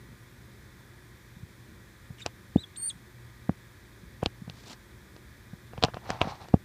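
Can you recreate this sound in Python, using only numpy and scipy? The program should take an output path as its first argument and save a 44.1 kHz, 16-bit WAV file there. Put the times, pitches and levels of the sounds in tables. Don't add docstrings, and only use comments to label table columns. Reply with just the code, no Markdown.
import sys
import numpy as np
from scipy import signal
from scipy.fft import rfft, irfft
from scipy.io import wavfile
from scipy.ndimage import uniform_filter1d

SR = 44100
rng = np.random.default_rng(int(sys.argv[2]) if len(sys.argv) > 2 else 0)


def to_wav(s):
    ch = np.atleast_2d(s).T
    pcm = np.round(np.clip(ch, -1, 1) * 32767)
    wavfile.write(sys.argv[1], SR, pcm.astype(np.int16))


N = 292843
TIME = np.arange(N) / SR
HIT_TIME = TIME[:SR // 8] - TIME[SR // 32]

# (frequency [Hz], relative level [dB])
RUMBLE_COLOUR = [(15, -45), (25, -26), (51, 0), (92, -4), (123, -3), (145, -11), (205, -8), (278, -15.5),
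                 (355, -11.5), (399, -16.5), (496, -21.5), (541, -20.5), (800, -38), (1040, -58),
                 (1760, -120)]
# (frequency [Hz], relative level [dB])
HISS_COLOUR = [(600, -6.5), (760, -5.5), (1020, 0.5), (1250, -4), (1700, 4), (1950, 0), (2400, -2),
               (2800, -13.5), (3500, -4), (4400, -9.5), (7000, -12.5), (10000, -14.5), (15000, -15.5)]
# (frequency [Hz], level [dB])
HUM_TONES = [(119.6, -58), (359, -74), (1219, -76), (1700, -77), (1922, -72)]

# (frequency [Hz], relative level [dB])
SOIL_COLOUR = [(60, -32), (120, 9.5), (220, 6.5), (330, -3.5), (480, -8.5), (800, -19)]
# (time [s], level [dB], pitch [Hz], tank knock [dB], contact cut-off [Hz])
SOIL_THUMPS = [ (1.3705, -40, 173, -66, 500), (1.434, -32, 128, -60, 500), (2.1068, -30.5, 125, -48, 896),
               (2.561, -7, 205, -12.5, 477), (2.960, -40.5, 159, -69, 500), (3.495, -13, 186, -21, 1410),
               (4.037, -40, 165, -66, 500), (4.231, -23, 134, -17, 890), (4.2617, -40, 150, -16.5, 845),
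               (4.266, -24, 98, -55, 500), (4.4219, -32, 178, -58, 600), (4.48, -32, 166, -41, 1200),
               (4.499, -35, 120, -52, 600), (5.5354, -31.5, 164, -44, 700), (5.7837, -29.5, 139, -51, 600),
               (5.8424, -17, 145, -28, 700), (5.9435, -33, 124, -43, 600), (6.255, -31.5, 198, -35, 1200),
               (6.2739, -30, 170, -28, 1200), (6.542, -4.5, 166, -8.5, 710)]
# (frequency [Hz], rise [s], relative level [dB])
TANK_MODES = [(301, 0.0041, -8), (479, 0.0043, -7.5), (713, 0.0031, -3.5), (1097, 0.002, -9.5),
              (1535, 0.00069, -2.5)]

# (time [s], pitch [Hz], effort [dB])
GASP_CHIRP = [(2.183, 3100, -64), (2.200, 2730, -55), (2.207, 2300, -40), (2.213, 2450, -45),
              (2.217, 3620, -47), (2.222, 3800, -39.5), (2.238, 3500, -52)]
# (time [s], pitch [Hz], effort [dB])
ARCHED_CHIRP = [(2.569, 3480, -52), (2.594, 3830, -40), (2.609, 4080, -43), (2.632, 3800, -51),
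                (2.641, 3330, -42), (2.650, 3400, -50)]
# (time [s], pitch [Hz], effort [dB])
SQUEAK = [(2.762, 3480, -52), (2.771, 4220, -44.5), (2.779, 4430, -46), (2.796, 4340, -50),
          (2.825, 4385, -41.5), (2.864, 4450, -40.5), (2.882, 4620, -44.5), (2.893, 4350, -36),
          (2.907, 3280, -38.5), (2.916, 3430, -46)]
# (call table, overtone level [dB], rasp [dB], settling time [s])
VOICING = [(GASP_CHIRP, -14.5, -20, 0.033), (ARCHED_CHIRP, -24.5, -28, .003), (SQUEAK, -5, -31, 0.0059)]
# (frequency [Hz], relative level [dB])
SCRATCH_COLOUR = [(2500, -9), (3400, -5), (5000, -3), (7200, 4), (10000, -14)]
# (frequency [Hz], gain [dB])
THROAT_RESPONSE = [(2000, -9), (3400, 3.5), (3900, -1), (4500, -9.5), (5500, 6), (7000, -8), (8000, 11),
                   (8700, 14), (9300, 20), (10000, 5), (12300, -13), (13200, 7), (14300, -14)]

# (time [s], crack level [dB], pitch [Hz], tank knock [dB])
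STRUGGLE_CLICKS = [ (2.263, -14.5, 5150, -23.5), (3.494, -44, 3000, -67), (4.2286, -33, 2470, -29),
                   (4.2358, -35, 9600, -37), (4.2605, -9, 3550, -28.5), (4.4987, -27, 3720, -42),
                   (5.165, -39, 4300, -44.5), (5.735, -50, 2500, -35.5), (5.779, -32.5, 2440, -32.5),
                   (5.8269, -15.5, 3430, -24), (5.8377, -2.5, 3670, -13), (5.842, -18, 4170, -17.5),
                   (5.8487, -15.5, 4600, -22), (5.8851, -34, 1500, -30), (5.938, -32.5, 1350, -47),
                   (5.9438, -31, 3570, -32), (5.9707, -37, 1400, -29.5), (6.0937, -37, 5030, -28.5),
                   (6.1038, -19, 5230, -26), (6.1046, -18, 1850, -19.5), (6.2157, -7, 2790, -13.5),
                   (6.2188, -23, 2500, -21), (6.4863, -38, 5100, -40.5), (6.539, -41, 2680, -31.5)]
# (frequency [Hz], relative level [dB])
CLICK_GRIT_COLOUR = [(1500, -19), (2700, 8), (4000, -5), (5800, -4.5), (7500, -20), (10000, -29),
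                     (15000, -30)]

# (peak time [s], level [dB])
SOIL_SLIDES = [(4.60, -56), (4.716, -47)]
# (frequency [Hz], relative level [dB])
SLIDE_COLOUR = [(200, 4), (600, -0.5), (1000, -0.5), (2000, -6.5), (4500, -1.5), (7500, -10), (10000, -22),
                (15000, -27)]
# (peak time [s], release [s], level [dB], grit level [dB])
RUB_STROKES = [(5.85, 0.026, -44, -61), (6.106, 0.058, -39.5, -54.5), (6.24, 0.031, -39.5, -59),
               (6.30, 0.045, -42, -53.5), (6.423, 0.024, -47.5, -58.5)]
# (frequency [Hz], relative level [dB])
RUB_COLOUR = [(100, 1.5), (300, -17), (550, -9.5), (800, -1.5), (1200, -9), (1700, -19.5), (2600, -20.5),
              (4000, -35.5)]
# (frequency [Hz], relative level [dB])
RUB_GRIT_COLOUR = [(1800, -21), (2800, -5), (4000, 3), (5000, -2), (6000, -4), (7000, -14), (10000, -23),
                   (15000, -32)]


def undb(db):
    return 10 ** (np.asarray(db) / 20)


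def unit(x):
    return x / np.sqrt(np.mean(x ** 2))


def curves(rows):
    times, *columns = np.transpose(rows)
    return [np.interp(TIME, np.sort(times), column) for column in columns]


def gate(rows, fade_s):
    inside_s = np.minimum(TIME - rows[0][0], rows[-1][0] - TIME)
    return np.clip(inside_s / fade_s + .5, 0, 1)


def response(hz, points):
    point_hz, db = np.transpose(points)
    return undb(np.interp(np.log(hz + 1), np.log(point_hz), db))


def colour(x, points):
    hz = np.arange(len(x) // 2 + 1) * SR / len(x)
    ends = np.minimum(hz / points[0][0], 1) ** 2 / np.maximum(hz / points[-1][0], 1) ** 6
    return unit(irfft(rfft(x) * response(hz, points) * ends, len(x)))


def noise(points, length=N):
    return colour(rng.standard_normal(length), points)


def walk(rate):
    hold = max(int(SR / rate), 1)
    steps = np.repeat(rng.standard_normal(N // hold + 1), hold)
    return unit(uniform_filter1d(uniform_filter1d(steps, hold), hold)[:N])


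def swell(rise_s, late_s=0, order=2):
    progress = np.maximum(1 + (HIT_TIME - late_s) / rise_s, 0)
    return (progress * np.exp(1 - progress)) ** order


def ring(hz, rise_s, late_s=0):
    return -swell(rise_s, late_s, order=5) * np.cos(2 * np.pi * hz * (HIT_TIME - late_s))


def stroke(peak_s, attack_s, release_s):
    width_s = np.where(TIME < peak_s, attack_s, release_s)
    return np.exp(-((TIME - peak_s) / width_s) ** 2 / 2)


def add(out, at_s, sound):
    start = int((at_s + HIT_TIME[0]) * SR)
    out[start:start + len(sound)] += sound[:N - start]


def friction(points, grain_db, spurts_per_s=130, spurt_db=1.7):
    slips = rng.standard_normal(N) * undb(grain_db * walk(900) + spurt_db * walk(spurts_per_s))
    return colour(slips, points)


def room_tone(rumble_db=-53.5, hiss_db=-59):
    rumble = noise(RUMBLE_COLOUR) * undb(rumble_db + walk(5.4))
    hiss = noise(HISS_COLOUR) * undb(hiss_db)
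    hum = np.zeros(N)
    for hz, db in HUM_TONES:
        tone = np.sqrt(2) * np.sin(2 * np.pi * hz * TIME + .5 * walk(3.27))
        hum += tone * undb(db + 2 * walk(3.93))
    return rumble + hiss + hum


def mouse_feet(start_db=-52.5, fade_db_per_s=24):
    return friction(SOIL_COLOUR, grain_db=2.0) * undb(start_db - fade_db_per_s * TIME)


def tank_knock(contact_hz, lag_cycles=0.3):
    out = np.zeros(len(HIT_TIME))
    for hz, rise_s, db in TANK_MODES:
        excitation = np.exp(-(hz / contact_hz) ** 2 / 2) / np.sqrt(1 + (hz / contact_hz / 2) ** 10)
        out += undb(db) * excitation * ring(hz, rise_s, lag_cycles / hz)
    return out


def body_thumps(full_force_rise_s=0.0042, knock_lead_s=0.00052, sway_hz=88, sway_db=-22, settle_db=-30):
    out = np.zeros(N)
    sway = undb(sway_db) * ring(sway_hz, rise_s=0.018, late_s=0.011)
    settling = undb(settle_db) * swell(rise_s=0.011, late_s=0.0092)
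    for at_s, db, hz, knock_db, contact_hz in SOIL_THUMPS:
        force = undb(db)
        thud = ring(hz, full_force_rise_s / force ** 0.14)
        soil = settling * noise(SOIL_COLOUR, len(HIT_TIME))
        add(out, at_s, force * (thud + sway + soil))
        add(out, at_s - knock_lead_s, undb(knock_db) * tank_knock(contact_hz))
    return out


def mouse_calls(jitter=0.00092, shimmer_db=2.1, scratch_db=-9, onset_rasp_db=3, glide_rasp_db=-15,
                fast_octaves_per_s=45, third_harmonic_db=-17):
    out = np.zeros(N)
    for call, overtone_db, rasp_db, settle_s in VOICING:
        hz, effort_db = curves(call)
        glide = np.minimum(np.abs(np.gradient(np.log2(hz), TIME)) / fast_octaves_per_s, 1)
        onset = np.exp(-np.maximum(TIME - call[0][0], 0) / settle_s)
        roughness = undb(rasp_db) + undb(onset_rasp_db) * onset ** 2 + undb(glide_rasp_db) * glide
        phase = 2 * np.pi * np.cumsum(hz * (1 + jitter * walk(710))) / SR
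        voice = roughness * undb(scratch_db) * noise(SCRATCH_COLOUR)
        for k, db in enumerate([0, overtone_db, overtone_db + third_harmonic_db], 1):
            rasp = roughness * (walk(2200) * np.sin(k * phase) + walk(2200) * np.cos(k * phase))
            voice += undb(db) * response(k * hz, THROAT_RESPONSE) * (np.sin(k * phase) + rasp)
        out += voice * undb(effort_db + shimmer_db * walk(300)) * gate(call, fade_s=0.0069)
    return out


def tank_echo(direct, echo_db=-22, decay_s=0.027):
    walls = rng.standard_normal(len(HIT_TIME)) * np.exp(-TIME[:len(HIT_TIME)] / decay_s)
    echo = signal.fftconvolve(direct, walls / np.linalg.norm(walls))[:N]
    return direct + undb(echo_db) * echo


def struggle_clicks(rise_cycles=1.31, grit_db_per_octave=11, tail_db=-22, tail_s=0.012, crunch_db=-16,
                    tick_hz=7000, tick_db=10.5, thud_db=-2.5, thud_limit_hz=4200, hiss_swell_db=-28):
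    out = np.zeros(N)
    tail = undb(tail_db) * np.exp(-np.abs(HIT_TIME) / tail_s) * (HIT_TIME > 0)
    soil_thud = undb(thud_db) * ring(hz=165, rise_s=0.0026, late_s=0.0022)
    for at_s, db, hz, knock_db in STRUGGLE_CLICKS:
        crack_rise_s = rise_cycles / hz
        crack = undb(db) * ring(hz, crack_rise_s)
        grit_db = db - 27 + grit_db_per_octave * np.log2(hz / 3880)
        shed = undb(grit_db) * (swell(rise_s=0.0026) + tail)
        hiss_swell = undb(knock_db + hiss_swell_db) * swell(rise_s=0.012)
        grit_and_hiss = (shed + hiss_swell) * noise(CLICK_GRIT_COLOUR, len(HIT_TIME))
        tick = undb(grit_db + tick_db) * ring(tick_hz, rise_s=0.00024, late_s=crack_rise_s)
        thud = soil_thud / (1 + (hz / thud_limit_hz) ** 6)
        crunch = undb(crunch_db) * swell(rise_s=0.0098) * noise(RUB_COLOUR, len(HIT_TIME))
        body = undb(knock_db) * (tank_knock(contact_hz=4000) + thud + crunch)
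        add(out, at_s, crack + tick + grit_and_hiss + body)
    return out


def sliding(attack_s=0.05, release_s=0.016):
    push = sum(undb(db) * stroke(peak_s, attack_s, release_s) for peak_s, db in SOIL_SLIDES)
    return push * friction(SLIDE_COLOUR, grain_db=1.8)


def rubbing(attack_share=0.68):
    out = np.zeros(N)
    rub = friction(RUB_COLOUR, grain_db=2.3)
    grit = friction(RUB_GRIT_COLOUR, grain_db=2.0)
    for peak_s, release_s, db, grit_db in RUB_STROKES:
        push = stroke(peak_s, attack_share * release_s, release_s)
        out += push * (undb(db) * rub + undb(grit_db) * grit)
    return out


def scene():
    close_up = body_thumps() + struggle_clicks() + tank_echo(mouse_calls()) + sliding() + rubbing()
    return (close_up + mouse_feet() + room_tone())[None]


def record(dry, bass_hz=48, top_hz=15400):
    low_cut = signal.butter(2, bass_hz, "high", fs=SR, output="sos")
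    high_cut = signal.ellip(10, .1, 70, top_hz, fs=SR, output="sos")
    return signal.sosfilt(high_cut, signal.sosfilt(low_cut, dry))


dry = scene()
out = record(dry)
to_wav(out)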